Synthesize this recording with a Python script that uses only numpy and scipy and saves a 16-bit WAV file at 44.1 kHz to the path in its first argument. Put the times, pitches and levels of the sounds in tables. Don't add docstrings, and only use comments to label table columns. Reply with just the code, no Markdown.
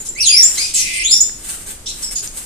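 import sys
import numpy as np
from scipy import signal
from scipy.fft import rfft, irfft
from scipy.io import wavfile
from scipy.ndimage import uniform_filter1d

SR = 44100
rng = np.random.default_rng(int(sys.argv[2]) if len(sys.argv) > 2 else 0)


def dump(signal):
    limited = np.clip(np.atleast_2d(signal).T, -1, 1)
    pcm = np.round(limited * 32767).astype(np.int16)
    wavfile.write(sys.argv[1], SR, pcm)


N = 108045


def amp(db):
    return 10 ** (np.asarray(db) / 20)


def unit(x):
    return x / np.sqrt(np.mean(x ** 2) + 1e-20)


def curve(points, hz):
    f, value = np.transpose(points)
    return np.interp(np.log(hz + 1), np.log(f + 1), value)


def add(mix, start, sound):
    part = mix[max(round(start * SR), 0):][:len(sound)]
    part += sound[:len(part)]


def noise(size, colour):
    n = 16384 * (1 + size // 16384)
    spectrum = rfft(rng.standard_normal(n)) * colour(np.fft.rfftfreq(n, 1 / SR))
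    return unit(irfft(spectrum, n))[:size]


def wobble(size, hz):
    return noise(size, lambda f: np.exp(-.5 * (f / hz) ** 2))


# f/Hz, level/dB
ROOM_TONE_EQ = [(15, -4.5), (36, 2), (48, -5.5), (75, -12), (330, -16.5), (700, -24), (1400, -27),
                (4000, -30.5), (8500, -21.5), (14000, -37)]
# f/Hz, left-right correlation/0-1
ROOM_TONE_IMAGE = [(100, .97), (350, 0.95), (1000, 0)]


def room_tone():
    hz = np.fft.rfftfreq(4096, 1 / SR)
    a, b, c, d, patches = rng.standard_normal((N // 1024 + 6, len(hz), 5)).T
    shared = curve(ROOM_TONE_IMAGE, hz)[:, None]
    left = a + 1j * b
    right = shared * left + np.sqrt(1 - shared ** 2) * (c + 1j * d)
    patches = uniform_filter1d(uniform_filter1d(patches, size=30, axis=0), size=5, axis=1)
    eq = amp(curve(ROOM_TONE_EQ, hz)[:, None] + 0.5 * unit(patches))
    bed = signal.istft(np.array([left, right]) * eq, nperseg=4096, noverlap=3072)[1]
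    return amp(-37.5) * unit(bed[:, :N])


# f/Hz, t60/s
REVERB_DECAY = [(2500, 0.48), (6500, 0.4), (14000, 0.28)]


def reverb(x, direct_db=-6, tail_db=-3.5, early_s=0.012):
    t = np.arange(SR) / SR
    channels = []
    for side in range(2):
        early = rng.standard_normal(SR) * (rng.random(SR) < 1500 / SR) * np.exp(-t / early_s)
        hz, age, spectra = signal.stft(rng.standard_normal(SR), SR, nperseg=256)
        decay = amp(-60 * age / curve(REVERB_DECAY, hz)[:, None])
        tail = signal.istft(spectra * decay, SR, nperseg=256)[1][:SR] * np.minimum(t / early_s, 1)
        impulse = early / np.linalg.norm(early) + amp(tail_db) * tail / np.linalg.norm(tail)
        impulse[side] += amp(direct_db)
        response = rfft(impulse)
        colour = np.sqrt(uniform_filter1d(abs(response) ** 2, size=250))
        neutral = irfft(response / colour)[:SR // 2]
        channels.append(np.linalg.norm(impulse) * signal.fftconvolve(x, neutral)[:N])
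    return np.array(channels)


# f/Hz, level/dB
FEATHER_EQ = [(200, -11), (1100, -3.5), (2300, -0.5), (5500, -2.5), (8500, 12), (11000, 0.5), (14000, -1.5)]


def feather_colour(hz):
    return amp(curve(FEATHER_EQ, hz))


# start t/s, end t/s, level/dB
STIR_CUES = [(0, 1.75, -35), (1.9, 2.45, -36)]
GRAIN_DB = 2.5


def stirring(nest):
    for start, end, db in STIR_CUES:
        n = round((end - start) * SR)
        swell_db = 8 * wobble(n, hz=4)
        envelope = unit(amp(swell_db + GRAIN_DB * wobble(n, hz=400)))
        add(nest, start, amp(db) * envelope * noise(n, feather_colour))


def burst(length, db, colour, attack_s=0.0027, release_s=0.0049):
    t = np.arange(0, length + 5 * release_s, 1 / SR)
    envelope = np.minimum(t / attack_s, 1) * np.exp(-np.maximum(t - length, 0) / release_s)
    return amp(db) * envelope * noise(len(t), colour) * unit(amp(GRAIN_DB * wobble(len(t), hz=305)))


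# t/s, length/s, level/dB
RUSTLE_CUES = [(1.435, 0.12, -30), (1.483, 0.021, -24), (1.661, 0.054, -28.5), (2.109, 0.02, -26),
               (2.222, 0.037, -27.5), (2.365, 0.014, -25.5)]


def rustles(nest):
    for start, length, db in RUSTLE_CUES:
        add(nest, start, burst(length, db, feather_colour))


# t/s, level/dB, f/Hz, ring/s, reverb send/gain
TICK_CUES = [(1.295, -30, 1800, 0.00048, 0.21), (2.2756, -10, 6300, 0.00017, 0.29)]


def ticks(nest, close):
    for start, db, hz, ring_s, send in TICK_CUES:
        t = np.arange(0, 10 * ring_s, 1 / SR)
        tick = amp(db) * t / ring_s * np.exp(1 - t / ring_s) * np.sin(2 * np.pi * hz * t)
        add(close, start, tick)
        add(nest, start, send * tick)


# t/s, length/s, level/dB, centre f/Hz, half width/octaves
HISS_CUES = [(0.048, 0.027, -28.5, 8040, 0.62), (0.172, 0.1, -30.5, 8860, 0.11),
             (0.549, 0.16, -26.5, 6100, 0.77), (0.737, 0.078, -17.5, 7300, 0.8),
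             (0.823, 0.15, -29.5, 7600, 1), (0.931, 0.083, -26.5, 8750, 0.1),
             (1.858, 0.038, -26.5, 6440, 0.4), (2.02, 0.0098, -25.5, 7300, 0.4),
             (2.148, 0.046, -27.5, 7200, 0.75)]
LOW_CUT_HZ = 2020


def hisses(nest):
    for start, length, db, centre_hz, octaves in HISS_CUES:
        def beak(f):
            resonance = 1 / (1 + (np.log2((f + 1) / centre_hz) / octaves) ** 2)
            return resonance / (1 + (LOW_CUT_HZ / (f + 1)) ** 20) / (1 + (f / 11500) ** 10)
        add(nest, start, burst(length, db, beak))


# f/Hz, level/dB
THROAT_EQ = [(2200, -9), (3500, -8), (5000, -4.5), (7400, -2.5), (8800, -2.5), (11000, -11), (12500, -14.5)]
JITTER_HZ, JITTER_DEPTH, FLUTTER_DEPTH = 505, 0.0636, 0.4
RATTLE_HZ, RATTLE_VIBRATO, RATTLE_TREMOLO = 135.6, 0.095, 0.33


def whistle(rough, overtones_db, glide, fade_s=0.0017):
    times, pitches, levels = np.transpose(glide)
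    t = np.arange(times[0], times[-1] + fade_s, 1 / SR)
    n, hoarse = len(t), rough ** 2
    hz, level = np.interp(t, times, pitches), np.interp(t, times, levels)
    rattle = 2 * np.pi * np.cumsum(RATTLE_HZ * (1 + 0.253 * wobble(n, hz=59.3))) / SR
    jitter = JITTER_DEPTH * rough * wobble(n, JITTER_HZ)
    vibrato = RATTLE_VIBRATO * hoarse * np.sin(rattle)
    phase = 2 * np.pi * np.cumsum(hz * (1 + jitter + vibrato)) / SR
    tone = 0
    for k, db in enumerate([0, *overtones_db], 1):
        rasp = hoarse * (wobble(n, hz=1000) + 1j * wobble(n, hz=1000))
        breath = amp(-19 if k == 1 else -13) * (wobble(n, hz=520) + 1j * wobble(n, hz=520))
        tilt_db = 0.085 * (k - 3) * (level - level.max())
        gain = amp(db + curve(THROAT_EQ, k * hz) + tilt_db)
        tone = tone + gain * ((1 + rasp + breath) * np.exp(1j * k * phase)).real
    gate = np.clip(np.minimum(t - t[0], t[-1] - t) / fade_s, 0, 1)
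    flutter = FLUTTER_DEPTH * rough * wobble(n, JITTER_HZ)
    tremolo = RATTLE_TREMOLO * hoarse * np.cos(rattle)
    envelope = gate * unit(np.exp(flutter + tremolo)) * amp(level)
    low_cut = signal.butter(10, LOW_CUT_HZ, "high", fs=SR, output="sos")
    return signal.sosfilt(low_cut, np.sqrt(2) * tone * envelope)


# t/s, length/s, f/Hz, level/dB, roughness/0-1
PEEP_CUES = [(0, 0.0087, 7060, -16.5, 0), (0.084, 0.011, 7280, -12.5, 0.14), (0.148, 0.024, 6630, -28, 0.3),
             (0.993, 0.023, 5360, -18, 0.5), (1.857, 0.064, 5524, -22, 0.37), (2.027, 0.1, 5360, -21, 0.33),
             (2.027, 0.047, 7790, -18, 0.28), (2.152, 0.06, 6820, -15, 0.22),
             (2.152, 0.09, 4890, -28.5, 0.42)]


def peeps(nest, attack_s=0.0045, edge_db=-18, sag=0.018):
    for start, length, hz, db, rough in PEEP_CUES:
        glide = [(start, hz * (1 + sag), db + edge_db),
                 (start + min(attack_s, length / 2), hz, db),
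                 (start + length, hz * (1 - sag / 2), db + edge_db)]
        add(nest, start, whistle(rough, [], glide))


# [(t/s, f/Hz, level/dB)...]
BEGGING_CUES = [ (0.26, [-14.5], [(.148, 1910, -31), (.19, 2510, -15), (.25, 3040, -32)]), (0.094, [-8.5],
                [(.188, 4965, -48), (.208, 5536, -6), (.228, 5840, -29)]), (0.14, [7.8, -0.81],
                [(.252, 3202, -32), (.266, 3313, -13), (.28, 3423, -17.5), (.308, 3407, -29)]),
                (0.32, [-7.5], [(.206, 6600, -20), (.228, 4644, -12), (.243, 4164, -14.5),
                (.285, 3115, -10.5)]), (0.39, [-10.5], [(.285, 2877, -14), (.305, 2525, -12.5),
                (.385, 2091, -24), (.45, 1658, -20.5)]), (0.1, [-7.5], [(.287, 4657, -6),
                (.298, 4756, -9.5), (.348, 4956, -9.5), (.378, 5510, -3), (.425, 5667, -14)]), (0.233, [],
                [(.422, 8080, -18), (.431, 6870, 0.5), (.447, 7460, -5.5), (.485, 7770, -32.5)]),
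                (0.28, [2.3, -3.5, -3.8], [(.574, 1977, -16.5), (.601, 2440, -21.5), (.655, 2506, -22.5)]),
                (0.35, [], [(.739, 7900, -11), (.79, 6054, -21), (.835, 5440, -20.5)]),
                (0.68, [-13.5, -25, -19], [(.745, 2584, -27.5), (.87, 2375, -20.5), (.965, 2368, -19),
                (1.03, 2448, -16.5)]), (0.31, [], [(.75, 2054, -38.5), (.9, 2057, -23.5),
                (1.02, 2085, -17.5)]), (0.13, [8, 0.5], [(1.03, 3121, -38), (1.05, 3441, -19),
                (1.085, 3590, -35), (1.112, 3617, -12.5), (1.165, 3467, -37.5)]), (0.171, [-8],
                [(1.03, 2730, -26), (1.06, 3464, -15.5), (1.109, 4610, -22.5), (1.119, 5155, -2.5),
                (1.143, 5500, -13.5), (1.18, 5702, -14.5)]), (0.225, [-14.5], [(1.2, 8310, -32),
                (1.207, 6870, 1.5), (1.217, 7020, -10.5), (1.232, 8150, -24)]), (0.65, [],
                [(1.858, 3480, -30), (1.872, 3606, -22.5), (1.91, 4140, -28), (1.922, 3910, -39)]), ]


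def begging(nest):
    for rough, overtones_db, glide in BEGGING_CUES:
        start = glide[0][0]
        add(nest, start, whistle(rough, overtones_db, glide))


def scene():
    nest, close = np.zeros(N), np.zeros(N)
    begging(nest)
    peeps(nest)
    hisses(nest)
    rustles(nest)
    ticks(nest, close)
    stirring(nest)
    return reverb(nest) + close + room_tone()


def record(dry):
    clipped = np.clip(dry, -1, 1)
    high_cut = signal.firwin(511, 14400, window=("kaiser", 9), fs=SR)
    return signal.oaconvolve(clipped, high_cut[None], "same", axes=1)


dry = scene()
out = record(dry)
dump(out)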